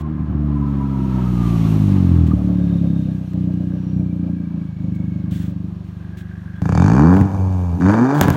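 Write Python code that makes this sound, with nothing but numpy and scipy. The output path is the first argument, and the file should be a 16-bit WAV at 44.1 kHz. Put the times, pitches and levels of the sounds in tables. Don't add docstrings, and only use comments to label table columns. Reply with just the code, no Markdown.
import sys
import numpy as np
from scipy import signal
from scipy.fft import rfft, irfft, next_fast_len
from scipy.io import wavfile
from scipy.ndimage import uniform_filter1d, map_coordinates

SR = 44100
rng = np.random.default_rng(int(sys.argv[2]) if len(sys.argv) > 2 else 0)


def unload_audio(sound):
    columns = np.transpose(np.atleast_2d(sound))
    steps = np.round(np.clip(columns, -1, 1) * 32767)
    wavfile.write(sys.argv[1], SR, steps.astype(np.int16))


def gain_from_decibels(decibels):
    exponent = np.asarray(decibels, float) / 20
    return 10 ** exponent


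N = 368676
T = np.arange(N) / SR

# time_s, firing_rate_hz
COAST_SPEED = [(0, 77.06), (.3, 75.11), (1.04, 65.71), (1.8, 51.74), (2.35, 37.04)]
# time_s, firing_rate_hz
IDLE_SPEED = [(2.6, 35.66), (3.25, 30.79), (3.64, 30.21), (3.95, 31.13), (4.2, 29.29), (4.45, 28.67),
              (4.85, 25.39), (5.6, 24.64), (6.6, 24.35)]
# time_s, firing_rate_hz
BLIP_SPEED = [
    [(6.7, 29.76), (6.76, 39.8), (6.9, 54.75), (7.1, 89.21), (7.17, 96.58), (7.32, 96.71), (7.5, 93.62),
     (7.76, 84.08)],
    [(7.81, 86.65), (8, 118.22), (8.15, 147.66), (8.19, 148.3), (8.36, 146.07)],
]
# time_s, level_db, pulse_sharpness_db
COAST_LOAD = [(0, -23, -3), (.1, -21.5, 3.5), (.3, -20, -1.5), (.4, -16, 0.5), (.9, -18.5, 2),
              (1.5, -14.5, -2.5), (1.95, -11.5, 0.5), (2.2, -10, 6), (2.3, -12.5, 6)]
# time_s, level_db, sag_db_per_s, pulse_sharpness_db
IDLE_CATCHES = [(2.341, -14.5, 1.5, 1.5), (2.88, -15, 20, 1.5), (3.181, -22.5, 27, 1),
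                (3.335, -16.5, 10, 2), (3.93, -15, 28, 1.5), (4.2, -18, 21, 1.5), (4.54, -19, 51, 1.5),
                (4.669, -26.5, -2, -1.5), (4.81, -20, 4, 0), (5.3, -19, 16.5, -0.5), (5.8, -29.5, -0.5, -2)]
# time_s, level_db, pulse_sharpness_db
BLIP_LOAD = [
    [(6.62, -16.5, -3), (6.74, -14, -4.5), (6.82, -8.5, -2.5), (6.92, -10.5, -1.5), (7.06, -7, 2.5),
     (7.17, -8.5, 0), (7.29, -20.5, -1), (7.42, -14.5, -5.5), (7.75, -18, -4.5)],
    [(7.81, -13, 4.5), (7.87, -9, -0.5), (7.95, -13.5, 2.5), (8.03, -10, 7), (8.12, -21.5, 6.5),
     (8.22, -1, -6), (8.28, -24.5, 20), (8.36, -7, -7)],
]
# opens_s, shuts_s, full_bark_db, rasp_over_bark_db
THROTTLE = [
    (6.619, 7.156, -22.5, -27),
    (7.802, 8.249, -23, -22),
]
FIRST_BLIP_S = THROTTLE[0][0]
# start_s, end_s, misfire_0_to_1
MISFIRES = [
    (.12, .35, .4),
    (2.3, 2.36, .3),
    (7.2, 7.4, .27),
    (7.76, 7.81, .4),
    (8.2, 8.4, .45),
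]
CYLINDERS = [.7, -.5, .3, -.5]
# centre_hz, width_hz, level_db
PIPE_MODES = [(81.1, 28.2, 9.5), (165.7, 76.4, 8), (304, 67.5, -0.5), (361.7, 32.3, -14.5)]
# delay_s, gain
ROUND_TRIPS = [(.0058, .3), (.0107, .4), (.0172, .26), (.0225, .14), (.0305, .25)]
# centre_hz, width_hz, level_db
BARK_MODES = [(390, 180, 0), (600, 220, -.5), (820, 200, .5), (1150, 400, -5), (1620, 350, -5)]
# centre_hz, width_hz, level_db
RASP_MODES = [(2333, 88, 1), (3260, 710, -18), (3640, 43, -6.5), (4530, 420, -11.5), (6460, 920, -12),
              (9700, 2200, -30)]
# time_s, peak_db, snap_db, thud_db
POPS = [(2.156, -23.5, -37, -7), (2.309, -27.5, -38, 15), (7.167, -8, -27.5, 1), (7.212, -12, -16.5, 10),
        (7.362, -33.5, -26, 13), (7.819, -23.5, -28.5, -31), (7.861, -11, -32.5, 1),
        (7.898, -8.5, -35.5, -16), (7.917, -15.5, -20.5, -12), (7.939, -6, -32, -21), (8.212, 3, -5, -5),
        (8.233, -7, -31, -5), (8.255, -12, -23, 3), (8.283, -2.5, -16.5, 1), (8.303, -5, -12, 2),
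        (8.356, -15, -28, -29)]
# time_s, level_db
NEARNESS = [(0, -21.5), (.51, -17), (1.05, -9.5), (1.56, -1), (1.71, -1), (2.41, -10), (3.2, -13.5),
            (4.3, -17.5), (6.6, -17.5)]
# pitch_hz, level_db_per_hz
TYRES = [(210, -1.5), (350, 4), (438, -12.5), (663, -11), (984, -13), (1080, -12), (1200, -11.5),
         (1440, -20.5), (3000, -35.5), (3900, -45), (6600, -120)]
# pitch_hz, level_db_per_hz
ENGINE_BAY = [(1180, -39), (2000, -10), (2290, -9.5), (2460, -8), (4250, -13), (5030, -20), (5650, -17),
              (6060, -28.5), (6640, -22), (7250, -31), (8000, -31), (10400, -65.5), (17600, -120)]
# pitch_hz, level_db_per_hz
AIR = [(3530, -39), (6000, -4.5), (7770, -10.5), (9310, -8), (10400, -14.5), (12100, -9.5), (15100, -14),
       (16000, -35)]
# start_s, end_s, first_pitch_hz, last_pitch_hz, level_db
SQUEALS = [(-.2, 0.266, 1110, 1018, -45), (0.435, 1.492, 1029, 900, -39), (0.517, 1.29, 1296, 1330, -46.5),
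           (1.102, 1.802, 1330, 1072, -41.5), (2.305, 2.335, 1238, 1140, -35.5),
           (2.507, 3.157, 3665, 3690, -58.5), (3.269, 3.985, 2960, 2815, -65.5),
           (3.7, 4.059, 5780, 5660, -67.5), (3.77, 4.812, 2380, 2264, -63), (4.602, 5.399, 2267, 2180, -58),
           (4.603, 5.278, 6960, 6500, -76), (6.545, 6.612, 3380, 3300, -61.5)]
# start_s, length_s, level_db
SCUFFS = [(0, 0.02, -51.5), (2.19, 0.0095, -66), (2.267, 0.017, -49.5), (3.334, 0.0024, -46.5),
          (3.535, 0.012, -56), (4.948, 0.022, -56.5), (5.309, .15, -46.5), (5.495, 0.024, -64.5),
          (5.84, 0.11, -66.5), (6.171, 0.044, -49), (6.556, 0.088, -66), (7.13, 0.09, -49),
          (8.144, 0.22, -40.5), (8.217, 0.027, -36)]
# pitch_hz, level_db_per_hz
SCUFF_SPECTRUM = [(880, -49), (1500, -3), (1980, -7), (2710, -8), (3300, -5), (4430, -12.5), (4890, -17),
                  (5240, -15.5), (7330, -14.5), (10400, -21), (12000, -19), (14300, -20), (15800, -13)]
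# pitch_hz, t60_s
LOT_DECAY = [(100, 0.33), (1000, 1), (8000, 0.041)]


def exhaust(pulses, cracks):
    return pipe_tone(pulses), open_bark(cracks)


def pipe_tone(pulses):
    level_db, sharp_db = load()
    lingering = pulses * np.minimum(1, (34 / speed()) ** 2)
    waves = pulses + sum(gain * np.roll(lingering, round(s * SR)) for s, gain in ROUND_TRIPS)
    swell = unit(pipe(waves, PIPE_MODES, top_hz=460))
    swell = swell + .12 * unit(pipe(gated(pulses, decay=.03), PIPE_MODES, top_hz=480))
    boom, low, mid = below(swell, hz=125), below(swell, hz=245), below(swell, hz=325)

    pass_s, pass_width_s, pass_db = 2.216, .16, 24.5
    boom_db = -3 - 1.96 * sharp_db + pass_db * np.exp(-((T - pass_s) / pass_width_s) ** 2)
    fade_db_per_octave = 32
    boom_db = boom_db - fade_db_per_octave * np.clip(np.log2(speed() / 105), 0, None)

    weak_db, loss_per_db = -25, 12
    honk_db = .5 + 1.5 * sharp_db + loss_per_db * np.minimum(level_db - weak_db, 0)
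    cold = T < FIRST_BLIP_S
    honk_top_db = np.where(cold, -4, 8)
    honk = mid - low + gain_from_decibels(honk_top_db) * (swell - mid)
    deep = .92 * cold * below(swell, hz=80)
    tone = gain_from_decibels(boom_db) * (boom + deep) + low - boom + gain_from_decibels(honk_db) * honk
    return gain_from_decibels(level_db) * steady(tone)


def open_bark(cracks):
    bark_db, edge_db, rasp_db = throttle()
    cracks = np.roll(cracks, round(-.003 * SR))
    front = 2.1 * unit(cracks) + unit(gated(cracks, decay=.005)) + .25 * rng.standard_normal(N)
    bark = pipe(front, BARK_MODES, top_hz=2000)
    bark = below(bark, hz=1900)
    dull = below(bark, hz=1250)
    fizz = unit(gated(cracks, decay=.0045)) + .3 * rng.standard_normal(N)
    rasp = pipe(fizz, RASP_MODES, top_hz=16200)
    voice = steady(dull) + gain_from_decibels(edge_db) * steady(bark - dull) + gain_from_decibels(rasp_db) * steady(rasp)
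    return gain_from_decibels(bark_db) * voice


def firings():
    phase = np.cumsum(speed()) / SR
    phase += 400 - phase[round(4.841 * SR)]
    count = np.arange(np.ceil(phase[0]), phase[-1] - 1).astype(int)
    when = np.interp(count, phase, T)
    misfire = np.where(when < IDLE_CATCHES[0][0], .04, .07)
    misfire = misfire + sum(depth * (when > start) * (when < end) for start, end, depth in MISFIRES)
    chance = rng.standard_normal((len(count), 3))
    when = when + misfire * .12 * chance[:, 0] * np.gradient(when)
    at = np.clip(np.round(when * SR).astype(int), 0, N - 1)
    size_db = np.take(CYLINDERS, count % 4) + (.4 + 6 * misfire) * chance[:, 1]
    crack_db = .6 * size_db + 1.8 * chance[:, 2]
    return phase, np.bincount(at, gain_from_decibels(size_db), N), np.bincount(at, gain_from_decibels(crack_db), N)


def speed():
    return curves(COAST_SPEED + IDLE_SPEED + sum(BLIP_SPEED, []))[0]


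def load():
    s, db, sag, sharp = np.transpose(IDLE_CATCHES)
    k = np.clip(np.searchsorted(s, T) - 1, 0, None)
    governor_s = .05
    idle = uniform_filter1d([db[k] - sag[k] * (T - s[k]), sharp[k]], int(governor_s * SR), axis=1)
    running = np.where(T < FIRST_BLIP_S, idle, curves(sum(BLIP_LOAD, [])))
    stages = np.where(T < s[0], curves(COAST_LOAD), running)
    return uniform_filter1d(stages, size=400, axis=1)


def throttle():
    opens, shuts, full_db, rasp_db = np.transpose(THROTTLE)
    k = np.clip(np.searchsorted(opens, T) - 1, 0, None)
    open_s, shut_s = .039, .085
    since = np.clip(T - opens[k], 0, None)
    shut = np.clip((T - shuts[k]) / shut_s, 0, 1)

    bark_db = full_db[k] + 5.5 * np.log2(np.minimum(speed() / 65.3, 1)) - 6 * np.exp(-since / open_s)
    bark_db = bark_db - shut * (9 + 9 * (T - shuts[k])) - 90 * (T < opens[0])
    edge_db = (1 - shut) * (-7 - 10 * since) + shut * -36

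    buzz_hz, buzz_octaves, buzz_db = 40.5, 1, 13
    buzz_db = buzz_db * np.exp(-(np.log2(speed() / buzz_hz) / buzz_octaves) ** 2)
    return bark_db, edge_db, (1 - shut) * (rasp_db[k] + buzz_db) + shut * -21


def pops():
    s, peak_db, snap_db, thud_db = np.transpose(POPS)

    def kick(db):
        return np.bincount(np.round(s * SR).astype(int), gain_from_decibels(db), N)[:N]

    def bright(f):
        return (1j * f / (3500 + 1j * f)) ** 2 / (1 + 1j * f / 12000)

    bark = pipe(kick(peak_db + 26.5) + gated(kick(peak_db), decay=.0084), BARK_MODES, top_hz=3600)
    snap = filtered(gated(kick(peak_db + snap_db + 3), decay=.0007), bright)
    thud = pipe(kick(peak_db + thud_db + 34), PIPE_MODES, top_hz=500)
    return bark + snap + thud


def rolling():
    near_db, = curves(NEARNESS)
    brake_s, stop_s, hush_db = 2, 3.07, 11.5
    gust = .85 * wobble(11)
    tyres_db = -29 + .33 * near_db - hush_db * ramp(brake_s, stop_s) + gust + wobble(27)
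    bay_db = -45 + near_db + .37 * gust + .66 * wobble(40)
    air_db = -51 + 1.26 * near_db + 10 * (T > FIRST_BLIP_S) + wobble(17)
    return gain_from_decibels(tyres_db) * hiss(TYRES) + gain_from_decibels(bay_db) * hiss(ENGINE_BAY) + gain_from_decibels(air_db) * hiss(AIR)


def squeals():
    out = np.zeros(N)
    for start, end, hz0, hz1, db in SQUEALS:
        u = np.clip((T - start) / (end - start), 0, 1)
        tone = np.sin(2 * np.pi * np.cumsum(hz0 + (hz1 - hz0) * u) / SR)
        fade = np.sqrt(np.sin(np.pi * u) + 1e-12) * (u > 0) * (u < 1)
        flutter = .6 + wobble(.05 * hz0 + 6 / (end - start))
        out += gain_from_decibels(db) * fade * tone * flutter
    return out


def rattles(phase):
    knock_from_s = 2.33
    knock_db = load()[0] - 25.5 - 2.5 * (T - knock_from_s)
    knock_db = np.where((T > knock_from_s) & (T < FIRST_BLIP_S), knock_db, -70)
    tick_db = -60 + 8 * ramp(5.95, 6.2)
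    once = np.exp(.55 * np.cos(2 * np.pi * (phase / 4 - .1))) * rng.standard_normal(N)
    twice = np.exp(.6 * np.cos(4 * np.pi * phase) + .27 * wobble(5)) * rng.standard_normal(N)
    knock = unit(pipe(once, [(561, 120, 0)], top_hz=900))
    tick = unit(pipe(twice, [(1620, 89, 0)], top_hz=2400))
    return gain_from_decibels(knock_db) * knock + gain_from_decibels(tick_db) * tick


def scuffs():
    shape = sum(gain_from_decibels(db - 5 * ((T - s) / length) ** 4) * (T > s) for s, length, db in SCUFFS)
    return shape * gain_from_decibels(1.5 * wobble(70)) * hiss(SCUFF_SPECTRUM)


def lot(x):
    hz, t, z = signal.stft(rng.standard_normal(SR // 2), SR, nperseg=256)
    tail = signal.istft(z * gain_from_decibels(-60 * t / along(LOT_DECAY, hz)[:, None]), SR, nperseg=256)[1]
    return signal.fftconvolve(np.pad(x, (900, 0)), tail / np.linalg.norm(tail))[:N]


def pipe(x, modes, top_hz):
    def ring(f):
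        total = 0
        for k, (centre, width, db) in enumerate(modes):
            damping = 1j * f * width
            total = total + (-1) ** k * gain_from_decibels(db) * damping / (centre * centre - f * f + damping)
        return total

    return filtered(x, lambda f: ring(f) / (1 - (f / top_hz) ** 2 + 1.4j * f / top_hz) ** 2)


def gated(pulses, decay):
    burst = signal.lfilter([1], [1, -np.exp(-1 / (decay * SR))], pulses)
    return burst * rng.standard_normal(N)


def hiss(spectrum):
    return unit(filtered(rng.standard_normal(N), lambda f: gain_from_decibels(along(spectrum, f))))


def below(x, hz):
    return filtered(x, lambda f: 1 / (1 + (f / hz) ** 8))


def filtered(x, response):
    m = next_fast_len(N + SR // 2)
    return irfft(rfft(x, m) * response(np.fft.rfftfreq(m, 1 / SR)), m)[:N]


def unit(x):
    return x / np.sqrt(np.mean(x ** 2) + 1e-20)


def steady(x, span=.11):
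    n = int(span * SR)
    power = uniform_filter1d(uniform_filter1d(x * x, n), n)
    return x / np.sqrt(np.abs(power) + 1e-12)


def curves(rows):
    s, *cols = np.transpose(rows)
    return [np.interp(T, s, c) for c in cols]


def along(points, hz):
    f, v = np.transpose(points)
    return np.interp(np.log(hz + 1), np.log(f + 1), v)


def wobble(rate):
    return map_coordinates(rng.standard_normal(int(N * rate / SR) + 4), [T * rate])


def ramp(start, end):
    return np.clip((T - start) / (end - start), 0, 1)


def scene():
    phase, pulses, cracks = firings()
    tone, bark = exhaust(pulses, cracks)
    bangs = bark + pops()
    echo = gain_from_decibels(-14) * lot(bangs)
    car = rolling() + squeals() + rattles(phase) + scuffs()
    return (tone + bangs + echo + car)[None]


def roll_off(x):
    return signal.sosfilt(signal.butter(12, 16670, fs=SR, output="sos"), x)


def record(dry):
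    bass_cut_hz, top_hz, ceiling = 48, 15830, .99
    heard = filtered(dry[0], lambda f: (f < top_hz) / (1 + (bass_cut_hz / (f + 1)) ** 4))[None]
    held = heard / (1 + np.abs(heard / ceiling) ** 6) ** (1 / 6)
    return roll_off(held)


dry = scene()
out = record(dry)
unload_audio(out)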